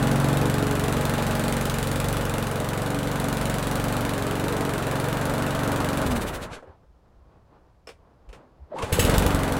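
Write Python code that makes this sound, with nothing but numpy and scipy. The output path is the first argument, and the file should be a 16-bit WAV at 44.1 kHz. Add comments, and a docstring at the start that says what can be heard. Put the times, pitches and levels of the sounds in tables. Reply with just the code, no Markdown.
"""A petrol mower chugs about a fenced lawn, runs down to rest, then bangs back to life on one cord pull.
Each firing of its single-cylinder four-stroke thumps and spits from the exhaust, while the valve gear
clatters, the fan sings and the blade churns the air. With the spark cut it coasts down in soft chuffs.
The handle clicks, the starter reel whirrs, and the first charges bark and rattle the pawls.
The bright sounds slap back off wooden fences over a light breeze."""
import sys
import numpy as np
from scipy import signal
from scipy.fft import rfft, irfft, next_fast_len
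from scipy.io import wavfile
from scipy.ndimage import uniform_filter1d

SR = 44100
rng = np.random.default_rng(int(sys.argv[2]) if len(sys.argv) > 2 else 0)


def generate_wav(signal):
    """Clip the signal to [-1, 1] and save it as 16-bit WAV at the path in sys.argv[1]."""
    frames = np.transpose(np.atleast_2d(signal))
    scaled = np.clip(frames, -1, 1) * 32767
    pcm = np.round(scaled).astype(np.int16)
    wavfile.write(sys.argv[1], SR, pcm)


N = 422919
TIME = np.arange(N) / SR
CUT_S, CATCH_S = 6.03, 8.92  # the spark is cut; the engine catches

# tone of the mower deck: (frequency [Hz], relative level [dB])
DECK_TONE = [(160, -23), (280, -5), (308, -7.5), (371, -7), (479, -2.5), (533, -3), (647, -4), (700, -7),
             (732, -6.5), (1480, -9), (2300, -23), (2990, -30), (5060, -120)]
# soft friction, for garden rustle and cord scrape: (frequency [Hz], relative level [dB])
RUSTLE_TONE = [(120, -2.5), (170, -6), (350, -6.5), (480, -6.5), (650, -7), (1050, -11), (1600, -20.5),
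               (2200, -29), (5000, -41.5)]


def engine():
    """Every layer is locked to the crankshaft; returns the engine's body and its exhaust hiss."""
    # the governor hunts, then friction brakes the engine evenly: (time [s], rate [cycles/s])
    run = [(0, 22.8), (.41, 23.69), (.91, 23.29), (1.04, 23.52), (1.84, 22.9), (2.16, 24.14), (2.31, 23.08),
           (2.7, 22.66), (2.87, 23.76), (3.72, 23.22), (3.98, 24.13), (4.22, 22.61), (4.57, 24.02),
           (4.82, 22.54), (5.24, 23.86), (6.03, 23.42), (6.58, 6.4)]
    # the restart races up and settles: (time [s], rate [cycles/s])
    restart = [(8.7, 3.3), (8.85, 8.0), (8.96, 14.4), (9.05, 20.1), (9.15, 24.4), (9.3, 24.1), (9.45, 22.5),
               (9.59, 22.5)]
    # band faders as the mower moves about: (time [s], low bass [dB], bass [dB], middle [dB], treble [dB])
    faders = [(0.2, -33.5, -25.5, -28.5, -41.5), (0.7, -32, -26.5, -30, -42), (1.3, -32.5, -28, -29, -40.3),
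              (1.8, -32, -29.5, -31.5, -39.5), (2.3, -30.5, -29, -31, -42.5), (2.95, -37, -28.5, -32, -45),
              (3.55, -34.5, -28, -30.5, -41), (4.5, -35.5, -30, -30, -45),
              (5.9, -35.5, -29.5, -28.5, -44.5)]
    low_db, bass_db, middle_db, treble_db = in_time(faders)
    rate, = in_time(list(run) + list(restart))
    run_cycle, running = crank(run)
    restart_cycle, restarted = crank(restart)
    first_run = TIME < restart[0][0]
    cycle = np.where(first_run, run_cycle, restart_cycle)
    turning = running + restarted * np.clip((TIME - 8.74) / .036, 0, 1)
    # with the spark cut, the puff is only squeezed air and comes later in the cycle
    unfired = np.clip((TIME - 6.02) / .08, 0, 1) * first_run
    valve = cycle - .17 * unfired + .011
    lazy = np.clip(1 - rate / 13, 0, 1)  # rises as the piston slows
    burn_db = uneven_burn(cycle, limp_db=6, limp_from_s=9.13)
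    thump_db = low_db + effort(rate, speed_power=3, unfired_db=9.5, catch_db=14, settle_s=.58)
    body = exhaust_thump(valve, thump_db + .5 * burn_db)
    body += blade_hum(cycle, thump_db)
    body += exhaust_drone(valve, rate, bass_db + .12 * burn_db)
    body += fan(cycle, rate, middle_db, catching=~first_run)
    body += deck(cycle, valve, rate, lazy, middle_db)
    body += unfired * hollow_boom(cycle, rate, hollow_hz=243, width_hz=21.5)
    hiss = exhaust_hiss(valve, rate, lazy, unfired, burn_db, middle_db, treble_db)
    return turning * body, turning * hiss


def crank(speed):
    """Cycles turned by the shaft, and a gate that is open while it turns."""
    s, rate = np.transpose(speed)
    turned = np.cumsum(np.interp(TIME, s, rate, left=0, right=0)) / SR - .62
    return turned, np.clip(np.minimum(TIME - s[0], s[-1] - TIME) / .042 + 1, 0, 1)


def effort(rate, speed_power, unfired_db, catch_db, settle_s):
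    """Gain in dB: grows with speed, shifts with the spark cut, surges until the governor throttles back."""
    governed_rate = 23.4  # cycles/s
    unfired = np.clip((TIME - CUT_S) / .04, 0, 1) * (TIME < CATCH_S)
    surge = (TIME >= CATCH_S) * hump(CATCH_S, settle_s)
    return speed_power * 20 * np.log10(rate / governed_rate) + unfired_db * unfired + catch_db * surge


def uneven_burn(cycle, limp_db, limp_from_s):
    """No two charges burn alike, and after the restart strong and weak ones take turns; in dB."""
    firing = np.floor(cycle + 1 / 4).astype(int)
    limp = limp_db * (TIME > limp_from_s) * (-1.) ** firing
    return uniform_filter1d(limp + rng.standard_normal(256)[firing], 128)


def exhaust_thump(valve, level_db):
    """Each firing pushes then pulls the air, the higher orders lagging in the silencer."""
    # low end of the pulse: (order [x firing rate], relative level [dB])
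    partials = [(1, -23), (2, 0), (3, -2.5)]
    return from_db(level_db - 4) * orders(valve, partials, lag=.025, waver_db=2)


def exhaust_drone(valve, rate, level_db):
    """Overtones of the firings merge into a wavering drone."""
    # upper bass of the pulse: (order [x firing rate], relative level [dB])
    partials = [(5, 0), (6, 5.5), (7, -4), (8, -1), (9, -3.5)]
    drone_db = level_db - .5 + effort(rate, speed_power=2.1, unfired_db=-.5, catch_db=4.5, settle_s=.36)
    return from_db(drone_db) * orders(valve, partials, lag=.0078, waver_db=1.9)


def exhaust_hiss(valve, rate, lazy, unfired, burn_db, middle_db, treble_db):
    """Gas leaves the valve in a sharp, gritty spit and a longer rasp."""
    # tone of each: (frequency [Hz], relative level [dB])
    spit_tone = [(1200, -14), (2500, -3.5), (4000, 1), (5500, -6), (7700, 0.5), (10400, 0.5), (12800, -6),
                 (16000, -4)]
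    rasp_tone = [(1500, 0), (2000, -0.5), (2650, 0), (3600, -2.5), (5400, -10), (7200, -9.5), (7750, -8),
                 (8400, -10), (10400, -11), (12800, -14.5), (16000, -19)]
    spit_db = treble_db - 1.11 + effort(rate, speed_power=1.18, unfired_db=1, catch_db=14, settle_s=.26)
    rasp_db = .5 * (middle_db + treble_db) - 2.3
    rasp_db += effort(rate, speed_power=1, unfired_db=.8, catch_db=9, settle_s=.36)
    spit_puffs = (1 - unfired) * puffs(valve - .03, width=.032, tail_db=-13, tail_cycles=.4, leak_db=-34.5)
    rasp_puffs = (1 - unfired) * puffs(valve - .03, width=.037, tail_db=0, tail_cycles=.49, leak_db=-7)
    # unburnt air leaves in one long soft swell
    swell = 1.83 * unfired * from_db((7.5 + 17 * lazy) * (np.cos(2 * np.pi * (valve - .1)) - 1))
    grit = from_db(2 * drift(400))
    spit = from_db(spit_db - 38 * lazy + .98 * burn_db) * grit * noise(spit_tone) * (swell + spit_puffs)
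    rasp = from_db(rasp_db + 2.5 * lazy) * noise(rasp_tone) * (swell + rasp_puffs)
    # a slow piston pushes the gas out softly, so the puff turns dull
    return dulled(spit + rasp, 3 * lazy, edge_hz=10500)


def puffs(cycle, width, tail_db, tail_cycles, leak_db):
    """Gas flow bursts as the valve opens, then trails off over a steady leak; rms 1 while mowing."""
    since = (cycle + 1 / 8) % 1 - 1 / 8
    tail = from_db(tail_db) * (since > 0) * np.exp(-np.abs(since) / tail_cycles)
    flow = np.exp(-(since / width) ** 2) + tail + from_db(leak_db)
    return flow / np.sqrt(np.mean(flow[:6 * SR] ** 2))


def deck(cycle, valve, rate, lazy, level_db):
    """Clatter and swish from the deck; at low speed each compression stroke stands out as a chuff."""
    deck_db = level_db + .15 + effort(rate, speed_power=1.18, unfired_db=-.56, catch_db=2, settle_s=.5)
    chuff_db = 3.8 * np.sqrt(lazy) * (np.cos(2 * np.pi * (valve - .15)) - .55)
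    churn = .5 * clatter(cycle, t60=.06, scatter_db=3) + blade_swish(cycle, swish_db=1.5)
    return from_db(deck_db + chuff_db) * churn


def clatter(cycle, t60, scatter_db):
    """Every contact sets the deck ringing in its own way, once a cycle."""
    # valve and piston contacts: (position [cycles], relative level [dB])
    contacts = [(.955, 4), (.27, 10), (.46, 6), (1, -11)]
    out = np.zeros(N)
    for place, db in contacts:
        taps = np.diff(np.floor(cycle - place), prepend=np.floor(cycle[0] - place))
        out += signal.oaconvolve(taps * from_db(db + scatter_db * drift(25)), dense_ring(t60))[:N]
    return colour(out, DECK_TONE)


def blade_swish(cycle, swish_db):
    """Turbulence swells each time a blade tip passes the chute, four times a cycle."""
    return rms_one(noise(DECK_TONE) * from_db(swish_db * np.cos(8 * np.pi * cycle)))


def blade_hum(cycle, level_db):
    """A low hum: two tips pass on each of the two turns of a cycle."""
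    return from_db(np.minimum(level_db, -28) - .5 + .39 * drift(1.2)) * np.cos(8 * np.pi * cycle)


def hollow_boom(cycle, rate, hollow_hz, width_hz):
    """The hollow under the deck booms as the slowing blade's third harmonic sweeps through it."""
    order = 12
    resonance = np.exp(-((order * rate - hollow_hz) / width_hz) ** 2)
    return from_db(-25.5) * resonance * np.sin(2 * np.pi * order * cycle)


def fan(cycle, rate, level_db, catching):
    """Fan tones swell and fade over a rumble as the mower moves; they are weaker on the restart."""
    # fan tones: (order [x firing rate], relative level [dB])
    partials = [(10, 0), (12, -1), (14, -9), (15, -16), (16, -17.5), (18, -6.5), (20, -8.5), (21, -10.5),
                (23, -11), (25, -19), (27, -10), (28, -13.5), (32, -12.5), (36, -8.5)]
    # low rumble: (frequency [Hz], relative level [dB])
    rumble_tone = [(25, -13), (50, -8.5), (130, -10.5), (260, -10), (400, -17), (700, -43)]
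    fan_db = level_db - 2.5 + effort(rate, speed_power=2, unfired_db=1, catch_db=10, settle_s=.3)
    flutter = from_db(fan_db - 3.5 * catching + 2 * drift(37))
    tones = flutter * orders(cycle, partials, lag=.02099, waver_db=3.5)
    return tones + from_db(fan_db - 5.5) * noise(rumble_tone)


def bangs():
    """The first charges thump, bark in the silencer and rattle the pawls against the starter cup."""
    # hard firings: (time [s], thump [dB], bark [dB], relative rattle level [dB])
    firings = [(8.834, -20, -36, -46), (8.927, -13.5, -22, -22), (8.993, -12.5, -11, -16.5),
               (9.050, -14, -18, -40), (9.096, -16, -15, -40), (9.139, -18, -20, -42),
               (9.181, -16, -25, -40), (9.264, -20, -17, -44), (9.347, -22, -28.5, -46)]
    # steel starter cup: (frequency [Hz], relative level [dB], t60 [s])
    cup_modes = [(2680, 3, 0.026), (2920, 2, 0.02), (6530, -1, 0.036), (7740, 0, 0.048), (8160, -6, 0.048),
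                 (10080, 2, 0.018)]
    thump_hz, bark_hz, ticks_per_s = 90, 477, 1200
    out, t = np.zeros(N), TIME[:SR // 2]
    tick = signal.sosfilt(signal.butter(1, 2500, "high", fs=SR, output="sos"), dense_ring(.008))
    ring = modes(cup_modes)
    strike = ring + from_db(2) * np.linalg.norm(ring) * tick
    for s, thump_db, bark_db, rattle_db in firings:
        add(out, s, -from_db(thump_db) * np.sin(2 * np.pi * thump_hz * t) * dying(.081))
        add(out, s - .006, from_db(bark_db) * np.sin(2 * np.pi * bark_hz * t) * dying(.052))
        pawls = (rng.random(len(t)) < ticks_per_s / SR) * rng.standard_normal(len(t)) * dying(.32)
        add(out, s, from_db(rattle_db - 4) * signal.fftconvolve(pawls / np.linalg.norm(pawls), strike))
    return out


def starter_cord(pull_s, low_hz, high_hz, roughness):
    """The reel's rough whirr rises and thins with the pull, the cord scraping as it runs."""
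    spin_up = .5 + .5 * np.tanh((TIME - pull_s - .047) / .016)
    hz = low_hz + (high_hz - low_hz) * spin_up
    phase = 2 * np.pi * np.cumsum(hz * (1 + roughness * drift(87))) / SR
    flutter = drift(110) * np.cos(phase) + drift(110) * np.sin(phase)
    whirr = gate(pull_s, pull_s + .138, attack_s=.011, release_s=.036) * (.9 * np.sin(phase) + .6 * flutter)
    scrape = gate(pull_s - .024, CATCH_S + .036, attack_s=.088, release_s=.036) * noise(RUSTLE_TONE)
    return from_db(-30 - 5.5 * spin_up) * whirr + from_db(-38) * scrape


def clicks(t60):
    """Handle and starter knock with a dull body, a bright edge and a metal ping."""
    # knocks: (time [s], level [dB], treble offset [dB], ping [dB])
    hits = [(6.625, -37.5, -20, -90), (6.673, -42, -27, -90), (6.833, -55, -28, -89),
            (7.872, -37.5, -2.5, -47), (7.890, -39.5, -1.5, -69), (8.29, -50, 0.5, -78),
            (8.329, -41, -2.5, -66), (8.348, -52, -3, -70), (8.785, -35, 4, -62), (8.824, -23.5, -2.5, -59)]
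    # tone of body and edge: (frequency [Hz], relative level [dB])
    body_tone = [(150, -8), (350, -8), (520, 5), (800, -10), (1500, -7), (2500, -31), (5000, -50)]
    edge_tone = [(700, -12), (1500, 2.5), (2700, 8.5), (4000, -1.5), (5500, -5), (9000, -6.5),
                 (16000, -26.5)]
    # tubular handle: (frequency [Hz], relative level [dB], t60 [s])
    handle_modes = [(1150, 0, .1), (2410, 1, .05), (2750, -1, .03), (4850, -10, .14), (5330, 8, .035),
                    (7880, -5, .04), (10300, -11, .05)]
    body, edge, ping = np.zeros((3, N))
    for s, db, treble_db, ping_db in hits:
        add(body, s, from_db(db - 3.5) * dying(t60))
        add(edge, s, from_db(db - 6.5 + treble_db) * dying(t60))
        add(ping, s, from_db(ping_db) * modes(handle_modes))
    knock = signal.sosfilt(signal.butter(2, 1500, fs=SR, output="sos"), body * noise(body_tone))
    return knock + edge * noise(edge_tone) + ping


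def thuds():
    """Dull bumps as the mower rocks to rest and the slack of the cord is taken up."""
    # bumps: (time [s], frequency [Hz], level [dB])
    bumps = [(6.70, 80, -43), (6.91, 55, -49), (7.06, 60, -52), (8.298, 47, -36), (8.627, 68, -37)]
    return sum(from_db(db) * hump(s, .019) * np.sin(2 * np.pi * hz * (TIME - s)) for s, hz, db in bumps)


def fences(x, tail_db, t60):
    """A few slaps off the fences and a short diffuse tail."""
    # echoes: (delay [s], level [dB])
    slaps = [(.0062, -26.5), (0.013, -13.5), (0.015, -16), (.018, -18.5), (.0255, -24.5)]
    response = from_db(tail_db) * dense_ring(t60)
    for delay, db in slaps:
        response[int(delay * SR)] += from_db(db)
    return x + signal.oaconvolve(x, response)[:N]


def garden():
    """A bed of low gusting breeze, soft rustling and far hiss."""
    # tone of breeze and hiss: (frequency [Hz], relative level [dB])
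    breeze_tone = [(12, -43), (20, -4), (49, -2.5), (67, -1), (81, -6), (200, -17), (260, -41), (440, -120)]
    hiss_tone = [(1000, 2), (5000, -3), (8000, -9.5), (16000, -16.5)]
    # brief louder rustles: (time [s], half length [s], level [dB])
    flurries = [(6.69, 0.055, -53), (7.34, .06, -63), (7.559, 0.042, -60), (8.07, .06, -65),
                (8.39, 0.072, -56)]
    breeze = from_db(-58 + 2 * drift(4))
    rustle = from_db(-63 + 2 * drift(2)) + sum(from_db(db) * hump(s, half) for s, half, db in flurries)
    return breeze * noise(breeze_tone) + rustle * noise(RUSTLE_TONE) + from_db(-79) * noise(hiss_tone)


def orders(cycle, partials, lag, waver_db):
    """Wavering harmonics of the firing rate, the higher ones lagging in phase; rms near 1."""
    total = np.sqrt(sum(from_db(db) ** 2 for k, db in partials) / 2)
    return sum(-from_db(db + waver_db * drift(.78)) * np.sin(2 * np.pi * round(k) * cycle - lag * k * k)
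               for k, db in partials) / total


def modes(table):
    """Impulse response of a few ringing modes."""
    return sum(from_db(db) * np.sin(2 * np.pi * hz * TIME[:SR // 2]) * dying(t60) for hz, db, t60 in table)


def dense_ring(t60):
    """Impulse response of countless close modes, unit energy."""
    response = rng.standard_normal(SR // 2) * dying(t60)
    return response / np.linalg.norm(response)


def noise(spectrum):
    """Coloured noise, rms 1."""
    return colour(rng.standard_normal(N), spectrum)


def colour(x, spectrum):
    """A smooth EQ curve that falls 45 dB an octave past its ends; rms 1."""
    size = next_fast_len(N)
    octave = np.log2(np.maximum(np.fft.rfftfreq(size, 1 / SR), 1))
    hz, db = np.transpose(spectrum)
    beyond = np.abs(octave - np.clip(octave, np.log2(hz[0]), np.log2(hz[-1])))
    gain = from_db(np.interp(octave, np.log2(hz), db) - 45 * beyond)
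    return rms_one(irfft(rfft(x, size) * gain, size)[:N])


def dulled(x, share, edge_hz):
    """Crossfade to a low-passed copy."""
    share = np.clip(share, 0, 1)
    return (1 - share) * x + share * signal.sosfiltfilt(signal.butter(2, edge_hz, fs=SR, output="sos"), x)


def drift(hz):
    """Smooth random modulation up to about this frequency, rms 1."""
    hop = 40
    pole = np.exp(-2 * np.pi * hz * hop / SR)
    slow = signal.lfilter([1], [1, -2 * pole, pole * pole], rng.standard_normal(N // hop + 2002))[2000:]
    return np.interp(np.arange(N) / hop, np.arange(len(slow)), rms_one(slow))


def dying(t60):
    """Half a second of exponential decay."""
    return np.exp(-np.log(1000) * TIME[:SR // 2] / t60)


def gate(start, end, attack_s, release_s):
    """Rise, hold and fall between two times."""
    return np.clip(np.minimum((TIME - start) / attack_s, (end - TIME) / release_s), 0, 1)


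def hump(s, half_length):
    """A smooth swell of height 1 around a time."""
    return np.exp(-((TIME - s) / half_length) ** 2)


def in_time(rows):
    """Each column of a curve, sample by sample."""
    s, *columns = np.transpose(rows)
    return [np.interp(TIME, s, c) for c in columns]


def add(out, s, sound):
    """Mix a sound in at a time."""
    start = int(s * SR)
    out[start:start + len(sound)] += sound[:N - start]


def from_db(db):
    """Decibels to gain."""
    return 10 ** (np.asarray(db) / 20)


def rms_one(x):
    """Scale to unit rms."""
    return x / np.sqrt(np.mean(x ** 2) + 1e-20)


def scene():
    """The mower in the garden, its bright sounds echoing off the fences."""
    body, hiss = engine()
    handling = clicks(t60=.12) + starter_cord(pull_s=8.716, low_hz=550, high_hz=1043, roughness=.08)
    bright = fences(hiss + handling, tail_db=-14, t60=.21)
    return (body + bangs() + thuds() + bright + garden())[None]


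def record(dry):
    """A steep high cut at 15.9 kHz."""
    return signal.sosfilt(signal.ellip(12, .1, 80, 15900, fs=SR, output="sos"), dry)


dry = scene()
out = record(dry)
generate_wav(out)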